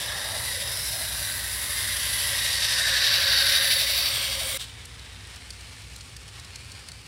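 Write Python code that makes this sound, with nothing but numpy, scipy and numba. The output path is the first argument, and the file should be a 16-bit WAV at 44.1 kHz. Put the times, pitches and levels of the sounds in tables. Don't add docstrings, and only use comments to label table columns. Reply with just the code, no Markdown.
import sys
import numpy as np
from scipy import signal
from scipy.fft import rfft, irfft, next_fast_len
from scipy.io import wavfile
from numba import njit

SR = 44100
rng = np.random.default_rng(int(sys.argv[2]) if len(sys.argv) > 2 else 0)


def bounce(signal):
    frames = np.transpose(np.atleast_2d(signal))
    limited = np.clip(frames, -1, 1)
    pcm = np.round(limited * 32767).astype(np.int16)
    wavfile.write(sys.argv[1], SR, pcm)


N = 311787

# time [s], shell level [dB], shell resonance [Hz],
# its ridge [dB], wheel level [dB].
CLOSE_PASS = [(0.0, -33, 1870, 1, -35.5), (0.04, -38, 1870, -1, -33), (0.1, -37.5, 1830, 4, -35.5),
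              (0.88, -42, 2040, 2.5, -35.5), (1.2, -43.5, 1860, -3, -35.5), (1.22, -39, 1830, 0, -35.5),
              (1.54, -39, 1920, 1.5, -36), (1.91, -35, 1990, 4, -32.5), (2.6, -48, 1910, 16, -27.5),
              (2.79, -33, 1840, 1, -26.5), (2.81, -30, 1820, 3, -27.5), (2.85, -32.5, 1810, 6, -27),
              (3.07, -32.5, 1780, -2, -23.5), (3.55, -28.5, 1980, -2, -24.5), (3.69, -30, 1910, 1, -26),
              (3.72, -34, 1978, -5, -22), (3.75, -33, 1990, -1, -27), (3.86, -36, 2063, 1, -27),
              (3.91, -32.5, 2110, 2, -27), (3.93, -39, 2100, 3, -26), (4.3, -39.5, 2230, 3, -30.5),
              (4.57, -34, 2172, -1, -35.5)]
# time [s], whine [Hz], whine level [dB], growl level [dB], growl ridge [Hz],
# chafe level [dB].
MOTOR_GEARS = [(0.0, 580, -53, -54, 958, -51), (0.01, 576, -51, -45, 970, -51),
               (0.36, 598, -52, -42, 890, -44), (0.5, 564, -52, -48, 947, -55),
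               (0.58, 557, -44, -53, 991, -51), (0.7, 545, -47, -47, 979, -49),
               (0.85, 572, -55, -49.5, 939, -56), (0.99, 601, -50, -47.5, 840, -41),
               (1.09, 593, -56, -49, 891, -51), (1.2, 596, -48, -48, 987, -54),
               (1.44, 584, -63, -49.5, 950, -59), (1.65, 564, -56, -47.5, 1093, -57),
               (2.16, 573, -58, -46.5, 1070, -60), (2.24, 561, -47, -44, 1050, -60),
               (2.42, 555, -53.5, -47, 1040, -51.5), (2.62, 546, -55, -45, 1020, -54),
               (3.18, 562.6, -44, -42.5, 1108, -50), (3.89, 555, -46, -46.5, 1100, -49.5),
               (4.01, 575, -53, -44, 1140, -53), (4.2, 560, -49, -45, 1150, -54),
               (4.39, 545, -44, -47.5, 1090, -51), (4.57, 547, -45.5, -48, 1130, -53)]
# frequency [Hz], level [dB per Hz].
TOP_AIR = [(6940, -12), (11800, -2.5), (12600, -8.5), (14500, -3), (15200, -2), (15900, -2)]


def from_db(db):
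    return np.exp(np.asarray(db) * np.log(10) / 20)


def rms_one(x):
    return x / np.sqrt(np.mean(x ** 2) + 1e-20)


def in_time(rows):
    s, *columns = np.transpose(rows)
    return [np.interp(np.arange(N) / SR, s, c) for c in columns]


def colour(x, points):
    hz, db = np.transpose(points)
    size = next_fast_len(N)
    log_hz = np.log(np.arange(size // 2 + 1) * SR / size + 1e-9)
    gain = from_db(np.interp(log_hz, np.log(hz), db, -90, -90))
    return rms_one(irfft(rfft(x, size) * gain, size)[:N])


def drift(rate_hz):
    r = np.exp(-80 * np.pi * rate_hz / SR)
    slow = signal.lfilter([1], [1, -2 * r, r * r], rng.standard_normal(N // 40 + 2002))[2000:]
    return np.interp(np.arange(N) / 40, np.arange(len(slow)), rms_one(slow))


@njit
def sweep(x, cosine, r):
    y = np.zeros(len(x))
    for i in range(2, len(x)):
        drive = (1 - r[i] ** 2) / 2 * (x[i] - x[i - 2])
        y[i] = drive + 2 * r[i] * cosine[i] * y[i - 1] - r[i] ** 2 * y[i - 2]
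    return y


def resonance(x, hz, width_hz):
    return rms_one(sweep(x, np.cos(2 * np.pi * hz / SR), np.exp(-np.pi * width_hz / SR) * np.ones(N)))


def close_train():
    turn, depth_db = wheel_turn()
    throb_db = depth_db * turn
    chatter_db = 1.0 * drift(45) + 0.38 * drift(300)
    rolling = moving_echoes(roughness(2.67), echo_db=-17.5, slide_ms_per_s=.8)
    return (ringing_shell(rolling, throb_db, chatter_db)
            + ringing_wheels(rolling, throb_db, chatter_db)
            + pick_up_hiss(rolling, throb_db, chatter_db)
            + gear_growl(rolling)
            + gears(turn))


def roughness(grain_db):
    return rng.standard_normal(N) * from_db(grain_db * np.minimum(rng.exponential(1, N), 5))


def moving_echoes(x, echo_db, slide_ms_per_s, count=6):
    at, out = np.arange(N), x.copy()
    for spread, slide in rng.uniform(0, 1, (count, 2)):
        lag = (.001 + .012 * spread) * SR + (.4 + slide) * slide_ms_per_s * at / 1000
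        out += from_db(echo_db) * x[np.clip(at - lag.astype(int), 0, N - 1)]
    return out / np.sqrt(1 + count * from_db(2 * echo_db))


def wheel_turn():
    # time [s], wheel turns [per s], throb depth [dB].
    turn_rows = [
        (0, 11.85, .4),
        (2.3, 11.85, .5),
        (2.6, 11.85, 1.3),
        (3.3, 11.85, 1.1),
        (3.85, 11.85, 2.0),
        (4.05, 11.55, 1.7),
        (4.57, 11.5, 1.0),
    ]
    per_s, depth_db = in_time(turn_rows)
    turns = np.cumsum(per_s) / SR
    peak_s = 2.5506
    return np.cos(2 * np.pi * (turns - turns[round(peak_s * SR)])), depth_db


def ringing_shell(rolling, throb_db, chatter_db):
    # frequency [Hz], level [dB per Hz].
    shell_spectrum = [(650, -57), (1100, -13), (1290, -14.5), (1390, -7.5), (1550, 0), (1820, -1.5),
                      (2460, -8), (2900, -15), (3770, 16), (6380, -120)]
    # time [s], frequency [Hz], level [dB].
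    flank_rows = [(0.0, 1650, -11), (0.38, 1770, -6), (1.03, 1600, 5.5), (1.69, 1650, -3),
                  (2.35, 1614, 2.5), (2.74, 1690, 5), (3.4, 1557, 4), (3.63, 1700, 2.5), (4.57, 1600, -11)]
    shell_db, shell_hz, ridge_db, _ = in_time(CLOSE_PASS)
    flank_hz, flank_db = in_time(flank_rows)
    shell = colour(rolling, shell_spectrum)
    ridge = resonance(resonance(shell, shell_hz, 390), shell_hz, 600)
    flank = resonance(shell, flank_hz, 320)
    shell = rms_one(shell + from_db(ridge_db) * ridge + from_db(flank_db) * flank)
    return from_db(shell_db + 0.1 * throb_db + 0.21 * chatter_db + 0.37 * drift(10.6)) * shell


def ringing_wheels(rolling, throb_db, chatter_db):
    # frequency [Hz], level [dB per Hz].
    wheel_spectrum = [(1500, -3), (2400, 0.5), (2900, 2.5), (3500, -1.5), (4200, 1.5), (5000, -1.5),
                      (5900, -1.5), (6150, -7.5), (6400, -27), (6800, -22), (8500, -37)]
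    # time [s], low ring [Hz], its level [dB],
    # high ring [Hz], its level [dB].
    ring_rows = [(0.0, 3450, -5.5, 5140, -7), (0.44, 3940, -6, 4670, -6), (0.65, 3550, -4, 5040, -4),
                 (0.85, 4070, -9, 5250, 1), (1.03, 4040, -4, 4990, -8), (1.14, 3840, -7, 4820, -6),
                 (1.41, 4080, -9, 4820, -9), (1.7, 3460, -9, 4900, -7), (1.77, 3680, -8, 4930, -4),
                 (2.04, 3200, -5.5, 4760, -14), (2.12, 3530, -6, 4760, -12), (2.24, 3280, -5, 5100, -7),
                 (2.47, 3770, -5, 4860, -15), (2.63, 3587, -6, 5140, -7), (2.97, 3910, -5.5, 4618, -6.5),
                 (4.02, 3760, -5.5, 4550, -6), (4.14, 3340, -4, 4560, -8), (4.49, 3200, -2.5, 4674, -11),
                 (4.57, 3440, -4, 4950, -19)]
    # frequency [Hz], width [Hz], level [dB].
    mode_rows = [(3760, 240, -10.5), (4560, 150, -10), (5250, 190, -18.5)]
    _, _, _, wheel_db = in_time(CLOSE_PASS)
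    low_hz, low_db, high_hz, high_db = in_time(ring_rows)
    wheels = colour(rolling, wheel_spectrum)
    near = from_db(1.8 * np.minimum(wheel_db - np.percentile(wheel_db, 85), 0))
    modes = sum(from_db(db + 4.8 * drift(3.6)) * resonance(wheels, np.full(N, hz), width_hz)
                for hz, width_hz, db in mode_rows)
    low = from_db(low_db) * resonance(wheels, low_hz, 370)
    high = from_db(high_db) * resonance(wheels, high_hz, 360)
    wheels = rms_one(wheels + near * modes + low + high)
    return from_db(wheel_db + throb_db + chatter_db + 0.13 * drift(3.3)) * wheels


def pick_up_hiss(rolling, throb_db, chatter_db):
    # frequency [Hz], level [dB per Hz].
    hiss_spectrum = [(3530, -22), (6000, -2), (6470, -5), (7370, -0.5), (10500, -1.5), (12800, -5.5),
                     (16600, -42), (22000, -120)]
    # time [s], hiss level [dB], ridge [Hz], ridge level [dB], top air relative to hiss [dB],
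    # air ridge [Hz].
    slide_rows = [(0.0, -33, 9870, -4, -14, 13300), (0.1, -36.5, 9750, -2, -15, 13600),
                  (0.41, -35, 9860, 3.5, -12, 13700), (0.84, -34, 10350, 0.5, -9.5, 13300),
                  (1.5, -33.5, 10300, 1.5, -10, 14200), (1.92, -31.5, 10400, 3, -11, 13400),
                  (2.26, -32, 10600, 5.5, -11, 13400), (2.71, -25.5, 9680, -10, -26, 14100),
                  (2.95, -29, 8700, -5, -18, 14000), (3.16, -31, 11000, -6, -12, 14100),
                  (3.28, -31.5, 10200, -7, -8, 14200), (3.41, -32, 10600, 4.5, -7.5, 13700),
                  (3.59, -33, 10500, 2, -6, 13900), (3.72, -37, 10300, 9.5, 3, 13200),
                  (3.84, -34, 9600, -1, -5, 13500), (4.0, -33, 10600, -4, -0.5, 14000),
                  (4.03, -38.5, 10020, 10, 0, 13700), (4.17, -32.5, 8700, -9, -6, 13200),
                  (4.4, -35, 9300, 1, -11, 13900), (4.57, -35.5, 8940, 6, -3, 13500)]
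    # time [s], glint [Hz], glint level [dB], cancelled band [Hz],
    # cancelled share [0-1].
    glance_rows = [(0, 11300, -13, 8000, 0), (2.8, 11000, -43, 10500, 0.05), (3.0, 11300, -8, 10000, 0.5),
                   (3.3, 11500, -15, 8450, 0.1), (3.8, 10300, -13, 8600, 0.2), (3.92, 11100, -8, 9300, 0.3),
                   (4.1, 12400, 2, 10300, 0.4), (4.12, 8500, -1, 10400, 0.4), (4.3, 8650, -12, 10740, 0.2),
                   (4.57, 9440, -26, 11360, 0.3)]
    hiss_db, ridge_hz, ridge_db, air_db, air_hz = in_time(slide_rows)
    glint_hz, glint_db, notch_hz, notch_share = in_time(glance_rows)
    hiss, air = colour(rolling, hiss_spectrum), colour(rolling, TOP_AIR)
    hiss = rms_one(hiss + from_db(ridge_db) * resonance(hiss, ridge_hz, 1350))
    hiss += from_db(glint_db) * resonance(hiss, glint_hz, 330)
    notch_r = np.full(N, np.exp(-np.pi * 1500 / SR))
    hiss -= np.clip(notch_share, 0, 1) * sweep(hiss, np.cos(2 * np.pi * notch_hz / SR), notch_r)
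    air = rms_one(air + 0.47 * resonance(air, air_hz, 700))
    level_db = hiss_db + throb_db + 0.64 * chatter_db + 0.79 * drift(2.3)
    return from_db(level_db) * (hiss + from_db(air_db) * air)


def gear_growl(rolling):
    # frequency [Hz], level [dB per Hz].
    growl_spectrum = [(250, -24), (420, -11.5), (481, -12), (540, -5.5), (757, -8.5), (1270, -6),
                      (1400, -3.5), (1820, -58), (3080, -120)]
    _, _, growl_db, growl_hz, _ = in_time(MOTOR_GEARS)
    growl = colour(rolling, growl_spectrum)
    growl = rms_one(growl + 0.51 * resonance(growl, growl_hz, 220))
    return from_db(growl_db + 0.8) * growl


def gears(turn):
    # time [s], whine width [Hz].
    width_rows = [
        (0, 110),
        (1.5, 88.5),
        (2.2, 39.7),
        (4.57, 35.5),
    ]
    whine_hz, whine_db, _, _, chafe_db = in_time(MOTOR_GEARS)
    width_hz, = in_time(width_rows)
    grit = rng.standard_normal((2, N))
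    whine = resonance(resonance(grit[0], whine_hz, width_hz), whine_hz, 1.3 * width_hz)
    mesh_hz = whine_hz * (1 + 0.01185 * drift(12) + 0.033 * turn)
    mesh = np.sin(2 * np.pi * np.cumsum(mesh_hz) / SR)
    whine = rms_one(whine + 60 / width_hz * mesh)
    chafe = resonance(resonance(grit[1], 1.087 * whine_hz, 130), 1.24 * whine_hz, 220)
    dip_db = 4.5 * turn * np.clip(45 / width_hz, 0, 1)
    return from_db(whine_db - 1.5 - dip_db) * whine + from_db(chafe_db - 2.0 + 1.8 * dip_db) * chafe


def far_train():
    # time [s], rolling level [dB], hiss level [dB], shell ring [Hz], its level [dB],
    # wheel ring [Hz], its level [dB].
    far_rows = [(4.68, -46.5, -54, 2160, -5, 3600, -6.5), (5.3, -43, -52.5, 2080, -10, 3760, -10.5),
                (5.51, -45, -53, 2190, -9, 4460, -9), (5.9, -47, -53, 2290, -7, 3980, -8),
                (6.19, -46, -53.5, 2320, -12, 4600, -10), (6.32, -43.5, -53, 2110, -25, 4040, -15),
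                (6.44, -44.5, -53.5, 2190, -9, 4000, -10), (6.55, -46.5, -53, 2400, -2.5, 4350, -3),
                (6.88, -44.5, -53.5, 2180, -11, 4550, -5), (7.07, -46.5, -53.5, 2360, -8, 4440, -5)]
    # time [s], level [dB].
    overshoot_rows = [
        (4.575, -66),
        (4.586, -60),
        (4.597, -39),
        (4.615, -36),
        (4.645, -44),
        (4.66, -56),
        (4.70, -54),
        (4.74, -81),
    ]
    # frequency [Hz], level [dB per Hz].
    roll_spectrum = [(240, -31), (400, -8.5), (700, -1), (1200, 1), (1330, 0), (1820, 2), (2020, -1),
                     (3050, 3.5), (3590, -1.5), (5150, -6), (6500, -33), (8450, -48), (14300, -120)]
    hiss_spectrum = [(3290, -12), (5600, 1.5), (6380, -1.5), (8970, 2), (13300, -16.5), (15000, -16),
                     (15900, -26)]
    roll_db, hiss_db, shell_hz, shell_db, wheel_hz, wheel_db = in_time(far_rows)
    over_db, = in_time(overshoot_rows)
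    chatter_db = 1.0 * drift(17) + 0.86 * drift(150)
    rolling = moving_echoes(roughness(2.5), echo_db=-18.5, slide_ms_per_s=0.87)
    roll, hiss = colour(rolling, roll_spectrum), colour(rolling, hiss_spectrum)
    ring = resonance(roll, np.full(N, 3600.), 900)
    air = colour(rolling, TOP_AIR)
    shell_ring = from_db(shell_db) * resonance(roll, shell_hz, 410)
    wheel_ring = from_db(wheel_db) * resonance(roll, wheel_hz, 440)
    burst = 0.16 * roll + 0.91 * ring + 0.54 * hiss + 0.1 * air
    return (from_db(roll_db - 2.24 + chatter_db + 0.24 * drift(7.2)) * rms_one(roll + shell_ring + wheel_ring)
            + from_db(hiss_db + 0.1 + chatter_db + 0.3 * drift(12)) * hiss
            + from_db(over_db) * burst)


def joints():
    # time [s], peak level [dB], ring [Hz], relative rattle [dB], floor echo [dB], brightness [dB].
    joint_rows = [(4.8542, -28.5, 4450, -1, 0, 2), (4.9926, -30, 4100, -5, 6, -12),
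                  (5.2724, -38, 4310, -2, -2, 6), (5.2994, -37, 3830, -4, -2, 4),
                  (5.3443, -35, 4450, -7, 0, -4), (5.3607, -30.5, 4370, 2, 0, 0),
                  (5.4094, -41, 3800, 0, -2, 0), (5.5046, -22.5, 4600, 4, 0.5, -5),
                  (5.6092, -30, 4610, 0, -2, 0), (5.8194, -34, 5320, 0, -2, 0),
                  (5.9344, -40, 4920, 0, -2, 0), (5.9609, -28.5, 4130, -2, 3, 1),
                  (6.0082, -25.5, 4400, 0, 1, -8), (6.1654, -26, 5060, 5, -4, 0),
                  (6.2791, -32, 5250, 2, -5, 2), (6.2874, -36, 4520, 2, -2, 0),
                  (6.3974, -28.5, 4010, 7, -5, -2), (6.447, -30, 5160, -3, -2, -3),
                  (6.5044, -43, 5140, 0, -2, 0), (6.5575, -24.5, 4200, 6.5, -0.5, -6),
                  (6.6069, -43, 5340, 0, 0, 6), (6.7181, -28, 4450, 4, -2, 0),
                  (6.8866, -26.5, 4700, 4, -6, 2), (6.9182, -23, 4400, 1, -7, -6)]
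    # frequency [Hz], level [dB].
    body_spectrum = [(1200, -10), (2500, -13), (5000, -3), (7000, -5.5), (10000, -22)]
    top_spectrum = [(5000, -22), (8000, -1), (10000, 1), (12000, -10), (15800, -17)]
    ring, body, top = np.zeros((3, N + 2000))
    t, noise = np.arange(600) / SR, rng.standard_normal((len(joint_rows), 2, 600))
    for (s, peak_db, hz, rattle_db, echo_db, bright_db), pair in zip(joint_rows, noise):
        for lag_s, db, grit in zip((0, .0028), (0, echo_db), pair):
            at = round((s + lag_s) * SR)
            hit_db = peak_db + db
            ring[at:at + 600] += from_db(hit_db - 8.5 - 60 * t / 0.011) * np.sin(2 * np.pi * hz * t)
            body[at:at + 600] += from_db(hit_db + rattle_db - 15.0 - 60 * t / 0.014) * grit
            top[at:at + 600] += from_db(hit_db + bright_db - 13.0 - 60 * t / 0.011) * grit
    rattle = colour(body[:N], body_spectrum) * np.std(body[:N])
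    bright = colour(top[:N], top_spectrum) * np.std(top[:N])
    return ring[:N] + rattle + bright


def room_tone():
    # frequency [Hz], level [dB].
    hum_rows = [(59.2, -50), (118.4, -55.5)]
    # frequency [Hz], level [dB per Hz].
    rumble_spectrum = [(18, -36), (30, -34), (42, -28), (59, -1.5), (108, 0), (126, -10), (140, -10.5),
                       (161, -10.5), (200, -17), (257, -15.5), (326, -20.5), (451, -20), (520, -19.5),
                       (680, -44), (1140, -120)]
    t = np.arange(N) / SR
    hum = sum(from_db(db + 5.0 + 0.5 * drift(1.05)) * np.sin(2 * np.pi * hz * t) for hz, db in hum_rows)
    return hum + from_db(-44.5) * colour(rng.standard_normal(N), rumble_spectrum)


def scene():
    change_s, far_room_db = 4.5745, -4
    room = room_tone()
    close_view = close_train() + room
    far_view = far_train() + joints() + from_db(far_room_db) * room[::-1]
    return np.where(np.arange(N) / SR < change_s, close_view, far_view)[None]


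def band_limit(x):
    return signal.sosfilt(signal.butter(12, 16440, fs=SR, output="sos"), x)


def record(dry):
    top_cut = signal.ellip(12, .3, 80, 15780, fs=SR, output="sos")
    return band_limit(signal.sosfilt(top_cut, dry))


dry = scene()
out = record(dry)
bounce(out)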